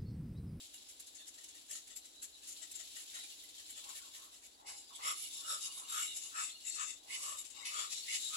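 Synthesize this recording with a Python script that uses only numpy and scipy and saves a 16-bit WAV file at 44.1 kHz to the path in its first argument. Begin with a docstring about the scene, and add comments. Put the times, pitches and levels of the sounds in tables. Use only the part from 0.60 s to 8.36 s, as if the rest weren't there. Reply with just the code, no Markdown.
"""Egret chicks call from a stick nest, deep in the leaves of a breeding colony.
They chatter in dry, hissy "keks", then one begs in hoarse rasps, a little over two a second, among
squawks and wheezes. Loose skin in the voice box chops the breath into puffs, which ring in the throat.
Neighbours croak, squeal and peep over the steady sizzle of far nests and a faint rumble of open air.
The leaves scatter every sound, and two small microphone openings colour the treble differently."""
import sys
import numpy as np
from scipy import signal
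from scipy.fft import rfft, irfft, next_fast_len
from scipy.io import wavfile
from scipy.ndimage import uniform_filter1d

SR = 44100
rng = np.random.default_rng(int(sys.argv[2]) if len(sys.argv) > 2 else 0)


def unload_audio(sound):
    """Save the sound as a 16-bit wav file, at the path given as the first command line argument."""
    columns = np.transpose(np.atleast_2d(sound))
    # keep every value between -1 and 1, then stretch to whole-number steps
    steps = np.round(np.clip(columns, -1, 1) * 32767)
    wavfile.write(sys.argv[1], SR, steps.astype(np.int16))


N = 342216
TIME = np.arange(N) / SR
CALL_SIZE = 3 * 2 ** 13   # samples set aside to shape one call
CALL_HZ = np.fft.rfftfreq(CALL_SIZE, 1 / SR)
NEST_LAG_MS, COLONY_LAG_MS = 0.32, 0.498   # the left side hears this much later
CUTOFF_HZ = 15800

# how busy the colony is over time: time_s, level_db
COLONY_BUSTLE = [(0, -62), (.1, -68.5), (.16, -67.5), (.23, -64), (.32, -63), (.46, -67), (.52, -65),
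                 (.62, -65), (.95, -61.5), (1.06, -64.5), (1.17, -62), (1.25, -65), (1.35, -63),
                 (1.53, -64), (1.94, -64.5), (2.53, -60), (2.79, -61.5), (3.41, -61), (3.95, -69),
                 (4.06, -73.5), (4.52, -57.5), (4.84, -58), (5.81, -61.5), (6.09, -64), (6.33, -69.5),
                 (6.45, -62.5), (7.05, -65), (7.22, -58), (7.76, -51)]
# tone colour of the hiss in rasps and twig ticks: pitch_hz, level_db
FULL_HISS = [(100, -56), (400, -20), (900, -21.5), (1550, -15), (2400, -4.5), (3500, -1.5), (5000, -5.5),
             (8000, 2.5), (11000, 3), (15000, -11)]
# tone colour of the thinner hiss in squawks and wheezes: pitch_hz, level_db
BEGGING_HISS = [(400, -25), (1200, -19.5), (2200, -17), (2900, -7.5), (3600, -5.5), (5000, -4.5),
                (6200, -2.5), (8000, 2), (11000, 2), (15000, -16.5)]


def from_db(db):
    """Turn decibels into a gain, the number a sound is multiplied by."""
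    return 10 ** (np.asarray(db) / 20)


def rms_one(x):
    """Scale to an average power of one."""
    return x / np.sqrt(np.mean(x ** 2) + 1e-20)


def at_hz(points, hz):
    """Read the gain at any pitch from a table of pitch_hz, level_db."""
    pitches, db = np.transpose(points)
    return from_db(np.interp(np.log(hz + 1), np.log(pitches), db))


def colour(x, points):
    """Make each pitch louder or softer by a table of pitch_hz, level_db."""
    size = next_fast_len(N + 4096)
    return irfft(rfft(x, size) * at_hz(points, np.fft.rfftfreq(size, 1 / SR)), size)[..., :N]


def drift(rate):
    """A smooth random wobble of typical size one, turning about `rate` times a second."""
    step, warm_up = 40, 2000
    keep = np.exp(-2 * np.pi * step * rate / SR)
    noise = rng.standard_normal(N // step + warm_up + 2)
    slow = signal.lfilter([1], [1, -2 * keep, keep * keep], noise)[warm_up:]
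    return np.interp(np.arange(N) / step, np.arange(len(slow)), rms_one(slow))


def voice_box(flap_hz, jitter, rough_db):
    """Loose skin flaps unevenly, letting out puffs of hiss; the rows go ahead, left and right."""
    flaps = np.cumsum(flap_hz * np.exp(jitter * drift(60))) / SR
    puffs = from_db(rough_db * (drift(50) - 2 * (flaps % 1)))
    return rms_one(puffs * rng.standard_normal((3, N)))


def wavering_tone(hz, waver):
    """Tight skin in the voice box sings one unsteady tone, sent alike ahead, left and right."""
    cycles = np.cumsum(hz * (1 + waver * drift(66))) / SR
    return np.broadcast_to(rms_one(np.sin(2 * np.pi * cycles)), (3, N))


def resonance(centre_hz, width_hz):
    """A hollow space rings: the gain is one at its own pitch and falls away on both sides."""
    return 1 / (1 + (2 * (CALL_HZ - centre_hz) / width_hz) ** 2)


def mouth_shape(ripple_db=3, spacing_hz=420):
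    """No two calls have the same mouth shape, so each hiss gets its own random peaks and dips."""
    pitches = np.arange(0, SR / 2, spacing_hz)
    return from_db(ripple_db * np.interp(CALL_HZ, pitches, rng.standard_normal(len(pitches))))


def throat_and_bill(peak_s, throat, hiss_colour, hiss_db, voice_db, left_db, bill_width_hz, treble_db):
    """Gain at each pitch for a near chick: its throat rings and its open bill shapes a hiss."""
    # the pitch the bill boosts, which moves with how far it opens: time_s, pitch_hz
    bill_pitches = [(0, 5360), (1.7, 6900), (2.4, 5030), (5.05, 5630), (5.2, 11600), (5.37, 12400),
                    (5.45, 5370), (5.8, 8160), (6.3, 7050), (6.6, 5200), (6.75, 8100), (7.0, 4410)]
    bill_hz = np.interp(peak_s, *np.transpose(bill_pitches))
    hiss = mouth_shape() * at_hz(hiss_colour, CALL_HZ) * (CALL_HZ < CUTOFF_HZ)
    hiss = from_db(hiss_db) * rms_one(hiss * (1 + resonance(bill_hz, bill_width_hz)))
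    hiss *= from_db(treble_db / (1 + (9650 / (CALL_HZ + 1)) ** 10))   # only the highest treble
    voice = [from_db(voice_db + db) * rms_one(resonance(hz, width)) for hz, width, db in throat]
    no_bass = 1 / np.hypot(1, (300 / (CALL_HZ + 1)) ** 3)   # a small bird cannot send out low notes
    facing = from_db([[0], [left_db / 2], [-left_db / 2]])   # left_db is left minus right
    return facing * no_bass * np.linalg.norm(voice + [hiss], axis=0)


def add_call(out, source, peak_s, rise_s, fade_s, gain, glide=0, sag=0):
    """Add a call that swells and fades; its pitch slides (glide, octaves a second) and sags when weak."""
    start = max(0, int(peak_s * SR) - CALL_SIZE // 2)
    shaped = irfft(rfft(source[:, start:start + CALL_SIZE], CALL_SIZE) * gain, CALL_SIZE)
    t = TIME[start:start + CALL_SIZE] - peak_s
    t = t[(t > -3 * rise_s) & (t < 3 * fade_s)]
    first = int(round((peak_s + t[0]) * SR))
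    swell = np.exp(-(t / np.where(t < 0, rise_s, fade_s)) ** 2)
    # reading the sound faster raises its pitch; sag is in octaves
    speed = 2 ** (np.clip(glide * t, -1, 1) - sag * (1 - swell))
    place = np.cumsum(speed)
    place += (peak_s * SR - start) - np.interp(0, t, place)
    bent = np.array([np.interp(place, np.arange(CALL_SIZE), row) for row in shaped])
    out[:, first:first + len(t)] += swell * bent


def distant_calls(table, source, rise_share, width_hz, sag):
    """From further off, only the strongest ring of the throat carries."""
    out = np.zeros((3, N))
    for peak_s, length_s, throat_hz, glide, level_db in table:
        gain = from_db(level_db) * rms_one(resonance(throat_hz, width_hz))
        add_call(out, source, peak_s, rise_share * length_s, (1 - rise_share) * length_s, gain, glide, sag)
    return out


def foliage(x, lag_ms, leaves_s, grove_s, grove_db):
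    """Sound sent ahead arrives straight; sound sent sideways echoes off near leaves and the grove."""
    # sound scattered by leaves, compared with straight sound: pitch_hz, level_db
    leaf_scatter = [(300, -7), (1300, -2.5), (2300, 10), (4000, 0.5), (6000, 13.5), (12000, 30)]
    size = next_fast_len(N + SR)
    hz, t = np.fft.rfftfreq(size, 1 / SR), TIME[:SR // 2]

    def echoes(fade_s):
        """Dense echoes, different on each side, that fall 60 dB in fade_s."""
        spray = rng.standard_normal((2, len(t))) * from_db(-60 * t / fade_s)
        response = rfft(spray, size)
        return response / np.sqrt(uniform_filter1d(np.abs(response) ** 2, size=7000))   # even in colour

    sent = rfft(x, size)
    straight = sent[0] * np.exp(-2j * np.pi * hz * np.array([[lag_ms / 1000], [0]]))
    scatter, tail = at_hz(leaf_scatter, hz), from_db(grove_db)
    early = (straight + scatter * sent[1:] * echoes(leaves_s)) / np.hypot(1, scatter)
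    late = tail * sent[1:] * echoes(grove_s)
    return irfft((early + late) / np.hypot(1, tail), size)[:, :N]


def colony(boost_db, flicker_db):
    """Countless far chicks blend into a flickering sizzle."""
    # tone colour of the blended voices: pitch_hz, level_db
    chatter_colour = [(150, -59), (500, -71), (1000, -19), (1500, -26), (2400, -11), (3000, -3),
                      (3900, 0.5), (5000, -5), (7000, -5.5), (10000, -6), (15000, -3.5)]
    level_db = boost_db + np.interp(TIME, *np.transpose(COLONY_BUSTLE)) + flicker_db * drift(0.44)
    voices = voice_box(flap_hz=161, jitter=0.85, rough_db=3)
    sizzle = rms_one(colour(voices, chatter_colour)) * from_db(level_db)
    return foliage(sizzle, COLONY_LAG_MS, leaves_s=0.17, grove_s=0.14, grove_db=-33)


def air(level_db):
    """The open air rumbles, faint and low."""
    # tone colour of the rumble: pitch_hz, level_db
    rumble_colour = [(25, -39), (40, 3.5), (70, 2), (120, -6.5), (160, -18), (230, -0.5), (300, 6),
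                     (420, 0), (700, -1.5), (1200, -4.5), (2000, -6), (5000, -35)]
    rumble = from_db(level_db) * rms_one(colour(rng.standard_normal((3, N)), rumble_colour))
    return foliage(rumble, NEST_LAG_MS, leaves_s=0.031, grove_s=0.48, grove_db=-10.5)


def keks(rise_share=0.296):
    """Dry chatter: each note snaps open and dies away, with a rising cluck tone inside it."""
    # chatter notes: peak_s, length_s, throat_hz, hiss_db, treble_db, voice_db, left_db
    notes = [(0.142, 0.041, 2090, -50.5, 6, -78, -0.5), (0.292, 0.032, 2270, -53, 0.5, -88, -6),
             (0.401, 0.027, 1660, -52, 6.5, -79, 0), (0.471, 0.024, 2110, -53.5, 2, -94, 0),
             (0.555, 0.028, 2280, -47, -4, -82, -1.5), (0.6, 0.035, 1790, -58.5, 7, -71, 8),
             (0.679, 0.034, 2240, -49, -3, -79, -2), (0.787, 0.042, 1930, -59, 1.5, -65.5, 1),
             (0.843, 0.034, 1870, -51.5, -1.5, -85, -3), (0.888, 0.022, 2200, -46, -8, -88, -4.5),
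             (0.955, 0.037, 1900, -55.5, 5, -69.5, 7), (1.107, 0.055, 1780, -46.5, 3, -68, 1),
             (1.146, 0.064, 1930, -43.5, -2.5, -65.5, -1.5), (1.275, 0.017, 2240, -53, -2, -73, -9),
             (1.308, 0.034, 1960, -53, -5, -67.5, 3), (1.365, 0.031, 1980, -47, 7.5, -80, 3.5),
             (1.452, 0.025, 2250, -51, -6, -84, -2), (1.629, 0.034, 2260, -45.5, 4.5, -86, 1),
             (1.834, 0.043, 1690, -57, -5, -73, 2), (1.888, 0.071, 1960, -46.5, 1.5, -78, -2),
             (2.027, 0.034, 1950, -48, -4, -65, 6), (2.116, 0.017, 2240, -48, 9, -84, 0.5),
             (2.153, 0.038, 2150, -45.5, 1.5, -70, 0.5), (2.201, 0.041, 1960, -48.5, -2, -64.5, 3),
             (2.367, 0.045, 1910, -48, -1, -63.5, -2), (2.401, 0.052, 1880, -50, 3, -72, -2),
             (2.553, 0.043, 1970, -43, -1.5, -57.5, -2), (2.588, 0.031, 2060, -48, -2, -62.5, -9),
             (2.639, 0.027, 2410, -49.5, -10, -64.5, -9), (2.835, 0.027, 2030, -62.5, 13, -75, -14),
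             (2.89, 0.025, 2000, -63, 0, -80, -8), (2.997, 0.012, 1770, -56.5, 7, -63.5, 4),
             (3.099, 0.031, 2280, -49, 9, -69.5, -2), (3.175, 0.039, 1880, -49.5, 1, -65.5, 4),
             (3.294, 0.073, 2240, -54, 8, -69.5, 4.5), (3.36, 0.051, 1810, -50.5, 7, -67, 1),
             (3.552, 0.068, 1850, -53.5, 3, -70.5, -2), (3.642, 0.03, 2000, -56, 9.5, -79, -4),
             (3.732, 0.065, 2030, -58, 0, -80, 0), (3.837, 0.062, 2320, -53.5, -1, -73, -3)]
    # where the throat rings: times_throat_pitch, width_hz, above_voice_db
    rings = [(.34, 131, -10.5), (.69, 130, -7.5), (1, 160, 1), (1.55, 240, 0.5), (1.82, 400, -1)]
    out, source = np.zeros((3, N)), voice_box(flap_hz=152, jitter=0.42, rough_db=2.5)
    cluck = wavering_tone(hz=1854, waver=0.0283)
    for peak_s, length_s, throat_hz, hiss_db, treble_db, voice_db, left_db in notes:
        throat = [(times * throat_hz, width, db) for times, width, db in rings]
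        gain = throat_and_bill(peak_s, throat, kek_colour(), hiss_db, voice_db, left_db,
                               bill_width_hz=7500, treble_db=treble_db)
        add_call(out, source, peak_s, rise_share * length_s, (1 - rise_share) * length_s, gain, sag=0.073)
        add_call(out, cluck, peak_s, rise_s=0.017, fade_s=0.0082, gain=from_db(voice_db - 2.5),
                 glide=5, sag=0.083)
    return out


def kek_colour():
    """Tone colour of the hiss in a kek."""
    # pitch_hz, level_db
    hiss_colour = [(100, -56), (400, -23), (900, -22), (1500, -13), (2400, -5.5), (3100, -6.5), (5000, -5),
                   (8000, 3), (11000, 1.5), (15000, 2.5)]
    return hiss_colour


def peeps():
    """One neighbour peeps brief, nearly pure notes on a single pitch."""
    # peeps: peak_s, level_db
    notes = [(.15, -60), (2.725, -62), (4.66, -55.5), (4.855, -54.5), (5.045, -53), (5.11, -54.5),
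             (5.25, -59), (5.44, -58), (5.525, -52), (5.668, -58), (5.965, -58), (6.99, -61)]
    out, source = np.zeros((3, N)), wavering_tone(hz=2857, waver=0.016)
    for peak_s, level_db in notes:
        add_call(out, source, peak_s, rise_s=0.016, fade_s=0.0081, gain=from_db(level_db))
    return out


def squeals(faint_per_s=9, faint_length_s=0.038, faint_hz=3735):
    """Breath rings thinly in throats at other nests; faint, random squeals follow the colony's level."""
    # the clearer squeals: peak_s, length_s, throat_hz, glide_octaves_per_s, level_db
    clear = [(.62, 0.092, 3600, 0.0053, -57.5), (1.58, 0.065, 3940, 0.83, -60),
             (2.61, 0.11, 3800, -0.051, -54), (3.19, 0.076, 3500, 0.36, -55.5),
             (4.27, 0.12, 4900, 0.023, -62.5), (4.352, 0.059, 3550, -0.76, -53.5),
             (4.75, 0.13, 3730, 0.24, -56), (5.125, 0.06, 4640, -0.06, -58),
             (5.497, 0.076, 3730, -0.45, -46.5), (5.903, 0.02, 3550, 0.12, -48),
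             (6.362, 0.046, 3630, 0.018, -61.5), (7.2, 0.077, 3390, 0.71, -45.5),
             (7.38, 0.085, 4110, -0.46, -53), (7.66, 0.095, 3800, -0.79, -46)]
    times = TIME[rng.random(N) < faint_per_s / SR]
    pitches, glides = rng.standard_normal((len(times), 2)).T
    levels = np.interp(times, *np.transpose(COLONY_BUSTLE))
    faint = [(peak_s, faint_length_s, faint_hz * np.exp(0.1 * pitch), 1.5 * glide, level_db)
             for peak_s, pitch, glide, level_db in zip(times, pitches, glides, levels)]
    breath = rms_one(rng.standard_normal((3, N)))
    return distant_calls(clear + faint, breath, rise_share=0.55, width_hz=180, sag=0.018)


def yelps():
    """A rough tone slides quickly downward."""
    # yelps: peak_s, pitch_hz, glide_octaves_per_s, level_db
    notes = [(2.567, 1547, -9, -60.5), (2.588, 1003, -11.5, -67), (3.391, 1936, -8.5, -66),
             (3.433, 1320, -11, -65)]
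    out = np.zeros((3, N))
    for peak_s, pitch_hz, glide, level_db in notes:
        tone = wavering_tone(pitch_hz, waver=0.11)
        add_call(out, tone, peak_s, rise_s=0.051, fade_s=0.011, gain=from_db(level_db), glide=glide)
    return out


def croaks():
    """Slow, rough flapping in the voice box makes dull croaks further off."""
    # croaks: peak_s, length_s, throat_hz, glide_octaves_per_s, level_db
    notes = [(3.27, 0.11, 1020, 0.5, -59), (3.46, 0.051, 1070, -2.5, -65), (3.62, 0.18, 1130, 1, -65.5),
             (4.095, 0.2, 906, 0, -61.5), (4.105, 0.061, 1580, 4.5, -67), (4.31, 0.031, 1040, 2, -60),
             (4.41, 0.13, 1040, 2.5, -56.5), (4.79, 0.14, 1050, 1.5, -67), (5.06, 0.098, 1170, -2.5, -62.5),
             (5.22, 0.166, 1090, -0.5, -63), (5.69, 0.13, 1050, -1.5, -66.5),
             (6.55, 0.21, 1030, 2.5, -62.5), (7.02, 0.15, 1050, 0.5, -61), (7.55, 0.023, 1350, 6, -80)]
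    source = voice_box(flap_hz=83, jitter=0.46, rough_db=4)
    return distant_calls(notes, source, rise_share=0.49, width_hz=380, sag=0.079)


def squawks(groan_s=0.026):
    """A soft, low groan comes before the bill opens, then turns into a harsh cry."""
    # squawks: peak_s, rise_s, fade_s, hiss_db, voice_db, left_db, groan_lead_s, groan_db
    notes = [(4.079, 0.017, 0.063, -47.5, -65, -2, 0.015, -67),
             (4.469, 0.049, 0.031, -53, -57, 2, 0.031, -52),
             (6.551, 0.047, 0.016, -43.5, -53.5, -4, 0.032, -51),
             (7.056, 0.0077, 0.075, -43, -55.5, 1, 0.0164, -55),
             (7.556, 0.064, 0.019, -38, -52, -1, 0.056, -48.5)]
    # where the throat rings: pitch_hz, width_hz, above_voice_db
    rings = [(1300, 150, -11.5), (2135, 320, 3.5), (2590, 220, 1), (2960, 300, 3.5), (3610, 510, -2),
             (4520, 540, -7.5), (4950, 970, -1.5)]
    out, source = np.zeros((3, N)), voice_box(flap_hz=197, jitter=0.16, rough_db=0.4)
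    groan = rms_one(resonance(2170, width_hz=180))
    open_mouth = 1 - 0.9 * resonance(1480, width_hz=280)   # swallows one narrow band of the cry
    for peak_s, rise_s, fade_s, hiss_db, voice_db, left_db, lead_s, groan_db in notes:
        add_call(out, source, peak_s - lead_s, groan_s, groan_s, from_db(groan_db) * groan,
                 glide=2.96, sag=0.046)
        gain = throat_and_bill(peak_s, rings, BEGGING_HISS, hiss_db, voice_db, left_db,
                               bill_width_hz=2200, treble_db=-1)
        add_call(out, source, peak_s, rise_s, fade_s, open_mouth * gain, glide=0.4, sag=0.0402)
    return out


def wheezes(rise_share=0.514, ring_width_hz=150):
    """Long begging hisses, nearly all breath, fill the gaps between the rasps."""
    # wheezes: peak_s, length_s, throat_hz, voice_db, ring_hz, ring_db, hiss_db, treble_db, left_db
    notes = [(4.173, 0.11, 2970, -76, 4180, -65, -53, -3, -3.5),
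             (4.356, 0.052, 3100, -65, 3300, -57, -53, 2, -1),
             (4.629, 0.13, 2950, -61.5, 3600, -62.5, -48, 8, 0.5),
             (4.769, 0.097, 2970, -70, 3600, -55.5, -47.5, 6, 1),
             (5.046, 0.099, 2800, -74, 3760, -55, -43.5, 5, 2),
             (5.171, 0.13, 3060, -68, 3700, -62.5, -48, 1.5, 1),
             (5.327, 0.098, 2980, -59, 3770, -53, -44.5, 0, -1),
             (5.43, 0.16, 2910, -52, 3660, -65, -44, 3.5, -1.5),
             (5.572, 0.066, 3070, -61, 3750, -62.0, -42.5, -1, -0.5),
             (5.648, 0.14, 2840, -68, 3600, -64, -50.5, 5, 2),
             (5.836, 0.129, 2720, -57, 3590, -62, -41.5, -5.5, 1),
             (6.08, 0.054, 2720, -57.5, 3760, -59, -42, 0, 0),
             (6.151, 0.09, 2680, -61.5, 3830, -58, -42.5, -4.5, 2.5),
             (6.292, 0.098, 2720, -59.5, 3600, -57.5, -46.5, -2.5, 4.5),
             (6.629, 0.17, 2900, -63.5, 3700, -71, -45, -0.5, -1),
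             (6.792, 0.049, 2950, -61, 3730, -54.5, -44, 3.5, -0.5),
             (6.996, 0.11, 2880, -67, 3780, -63, -57.5, -2, 15.5),
             (7.324, 0.051, 2530, -58, 3490, -58, -40, -1, 3),
             (7.38, 0.1, 3010, -65, 3710, -57.5, -46, -5, 1),
             (7.641, 0.22, 2890, -74, 3640, -54, -44.5, -1, -1)]
    # where the throat rings: times_throat_pitch, width_hz, above_voice_db
    rings = [(.76, 320, -4.5), (1, 306, 1.5), (1.85, 600, -7.5)]
    out, source = np.zeros((3, N)), voice_box(flap_hz=160, jitter=0.36, rough_db=2)
    for peak_s, length_s, throat_hz, voice_db, ring_hz, ring_db, hiss_db, treble_db, left_db in notes:
        throat = [(times * throat_hz, width, db) for times, width, db in rings]
        throat.append((ring_hz, ring_width_hz, ring_db - voice_db))
        gain = throat_and_bill(peak_s, throat, BEGGING_HISS, hiss_db, voice_db, left_db,
                               bill_width_hz=2700, treble_db=treble_db)
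        rise_s = rise_share * length_s
        add_call(out, source, peak_s, rise_s, length_s - rise_s, gain, sag=0.0405)
    return out


def rasps(rise_share=0.531):
    """Hoarse begging from a wide throat, whose low ring lifts as the chick pushes."""
    # rasps: peak_s, length_s, throat_hz, glide_octaves_per_s, chest_db, middle_hz, middle_db, upper_hz,
    # upper_db, hiss_db, voice_db, treble_db, left_db (chest, middle and upper are added to voice_db)
    notes = [(4.487, 0.089, 1235, 0.53, -25, 2120, -11, 3310, -6, -39, -41.5, 2, -2),
             (4.915, 0.11, 1312, -0.66, -22, 1760, -19, 3670, -5.5, -42, -44.5, 6, 0.5),
             (5.376, 0.12, 1323, 0.43, -40, 1710, -15, 3380, -8.5, -39.5, -42, -2.5, 2),
             (5.795, 0.086, 1300, -1.56, -47, 1700, -10, 2500, -11.5, -41.5, -43, -8, 0),
             (6.218, 0.069, 1245, -0.91, -43, 1710, -10, 2640, -8, -40, -44, -7, 3),
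             (6.7, 0.15, 1164, 0.5, -20, 1800, -17.5, 2920, -10, -45.5, -49.5, -0.5, 1),
             (7.194, 0.14, 1243, 0.078, -29, 1780, -20, 2450, -20, -40, -44.5, -6.5, 2),
             (7.76, 0.075, 1320, 0.92, -27, 2640, -11, 3320, -5, -43.5, -47, -6, 1)]
    # throat rings that move together: times_throat_pitch, width_hz, above_voice_db
    rings = [(1, 180, -2.5), (1.12, 171, -14.5), (2.85, 450, -20), (4.25, 550, -15.5)]
    out, source = np.zeros((3, N)), voice_box(flap_hz=196.5, jitter=0.13, rough_db=1.07)
    for (peak_s, length_s, throat_hz, glide, chest_db, middle_hz, middle_db, upper_hz, upper_db,
         hiss_db, voice_db, treble_db, left_db) in notes:
        throat = [(times * throat_hz, width, db) for times, width, db in rings]
        # three more rings: pitch_hz, width_hz, above_voice_db
        throat += [(593, 160, chest_db), (middle_hz, 290, middle_db), (upper_hz, 460, upper_db)]
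        gain = throat_and_bill(peak_s, throat, FULL_HISS, hiss_db, voice_db, left_db,
                               bill_width_hz=670, treble_db=treble_db)
        rise_s = rise_share * length_s
        add_call(out, source, peak_s, rise_s, length_s - rise_s, gain, glide, sag=0.0612)
    return out


def whistle(pitch_hz=4223, rise_hz_per_s=410, rough_db=1):
    """A neighbour holds one thin, wavering note that rises slowly and nearly fails in the middle."""
    # loudness of the note: time_s, level_db
    loudness = [(5.905, -70), (5.925, -55), (5.98, -60), (6.03, -68), (6.12, -53), (6.19, -59), (6.22, -70)]
    times, levels = np.transpose(loudness)
    level = from_db(np.interp(TIME, times, levels) + rough_db * drift(35))
    sounding = (TIME > times[0]) & (TIME < times[-1])
    return level * sounding * wavering_tone(pitch_hz + rise_hz_per_s * (TIME - times[0]), waver=0.012)


def twigs(fade_s, right_db):
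    """Twigs on the left of the nest tick, dry and bright, as a chick shifts its feet."""
    # ticks: start_s, level_db
    ticks = [(6.849, -43.5), (6.9, -47)]
    dying = sum(from_db(level_db - 60 * np.abs(TIME - start_s) / fade_s) * (TIME >= start_s)
                for start_s, level_db in ticks)
    hiss = rms_one(colour(rng.standard_normal((3, N)), FULL_HISS))
    return dying * hiss * from_db([[right_db], [0], [right_db]])


def scene():
    """The near nest, its neighbours, the far colony and the air, all heard through leaves."""
    # peaks and dips from a begging chick's stretched windpipe: pitch_hz, level_db
    windpipe = [(1250, -0.5), (1540, -2), (1750, 1.5), (2120, 0.5), (2400, 0.5), (2920, 0), (3180, -5),
                (3580, 2.5), (4030, -1), (4350, 1), (4850, -2), (5350, 1.5), (5850, 0), (6300, -3),
                (6750, 1), (7400, -1), (7950, 1.5), (8700, -3.5), (10500, 1), (13000, 0)]
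    nest = keks() + yelps() + colour(wheezes() + rasps() + squawks(), windpipe)
    nest += twigs(fade_s=0.15, right_db=-14)
    nest = foliage(nest, NEST_LAG_MS, leaves_s=0.049, grove_s=0.32, grove_db=-11)
    neighbours = croaks() + squeals() + peeps() + whistle()
    neighbours = foliage(neighbours, COLONY_LAG_MS, leaves_s=0.045, grove_s=0.17, grove_db=-1)
    return nest + neighbours + colony(boost_db=7, flicker_db=1.9) + air(level_db=-74)


def record(dry):
    """Each microphone opening rings at its own treble pitch; the very top is cut off."""
    # tone colour of the left and right openings: pitch_hz, level_db
    left_opening = [(2500, 1.5), (3700, 2), (5000, 2.5), (6200, 3), (6900, 8), (7500, 11), (8200, 1),
                    (9000, -3.5), (10000, -14), (12500, -15.5)]
    right_opening = [(2500, 1.5), (3700, 0), (5500, 1), (7500, -6.5), (9000, -3), (10300, 5.5),
                     (11000, 3.5), (12000, -3), (13500, -14.5)]
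    both = np.array([colour(dry[0], left_opening), colour(dry[1], right_opening)])
    return signal.sosfilt(signal.ellip(10, .1, 80, CUTOFF_HZ, fs=SR, output="sos"), both)


dry = scene()
out = record(dry)
unload_audio(out)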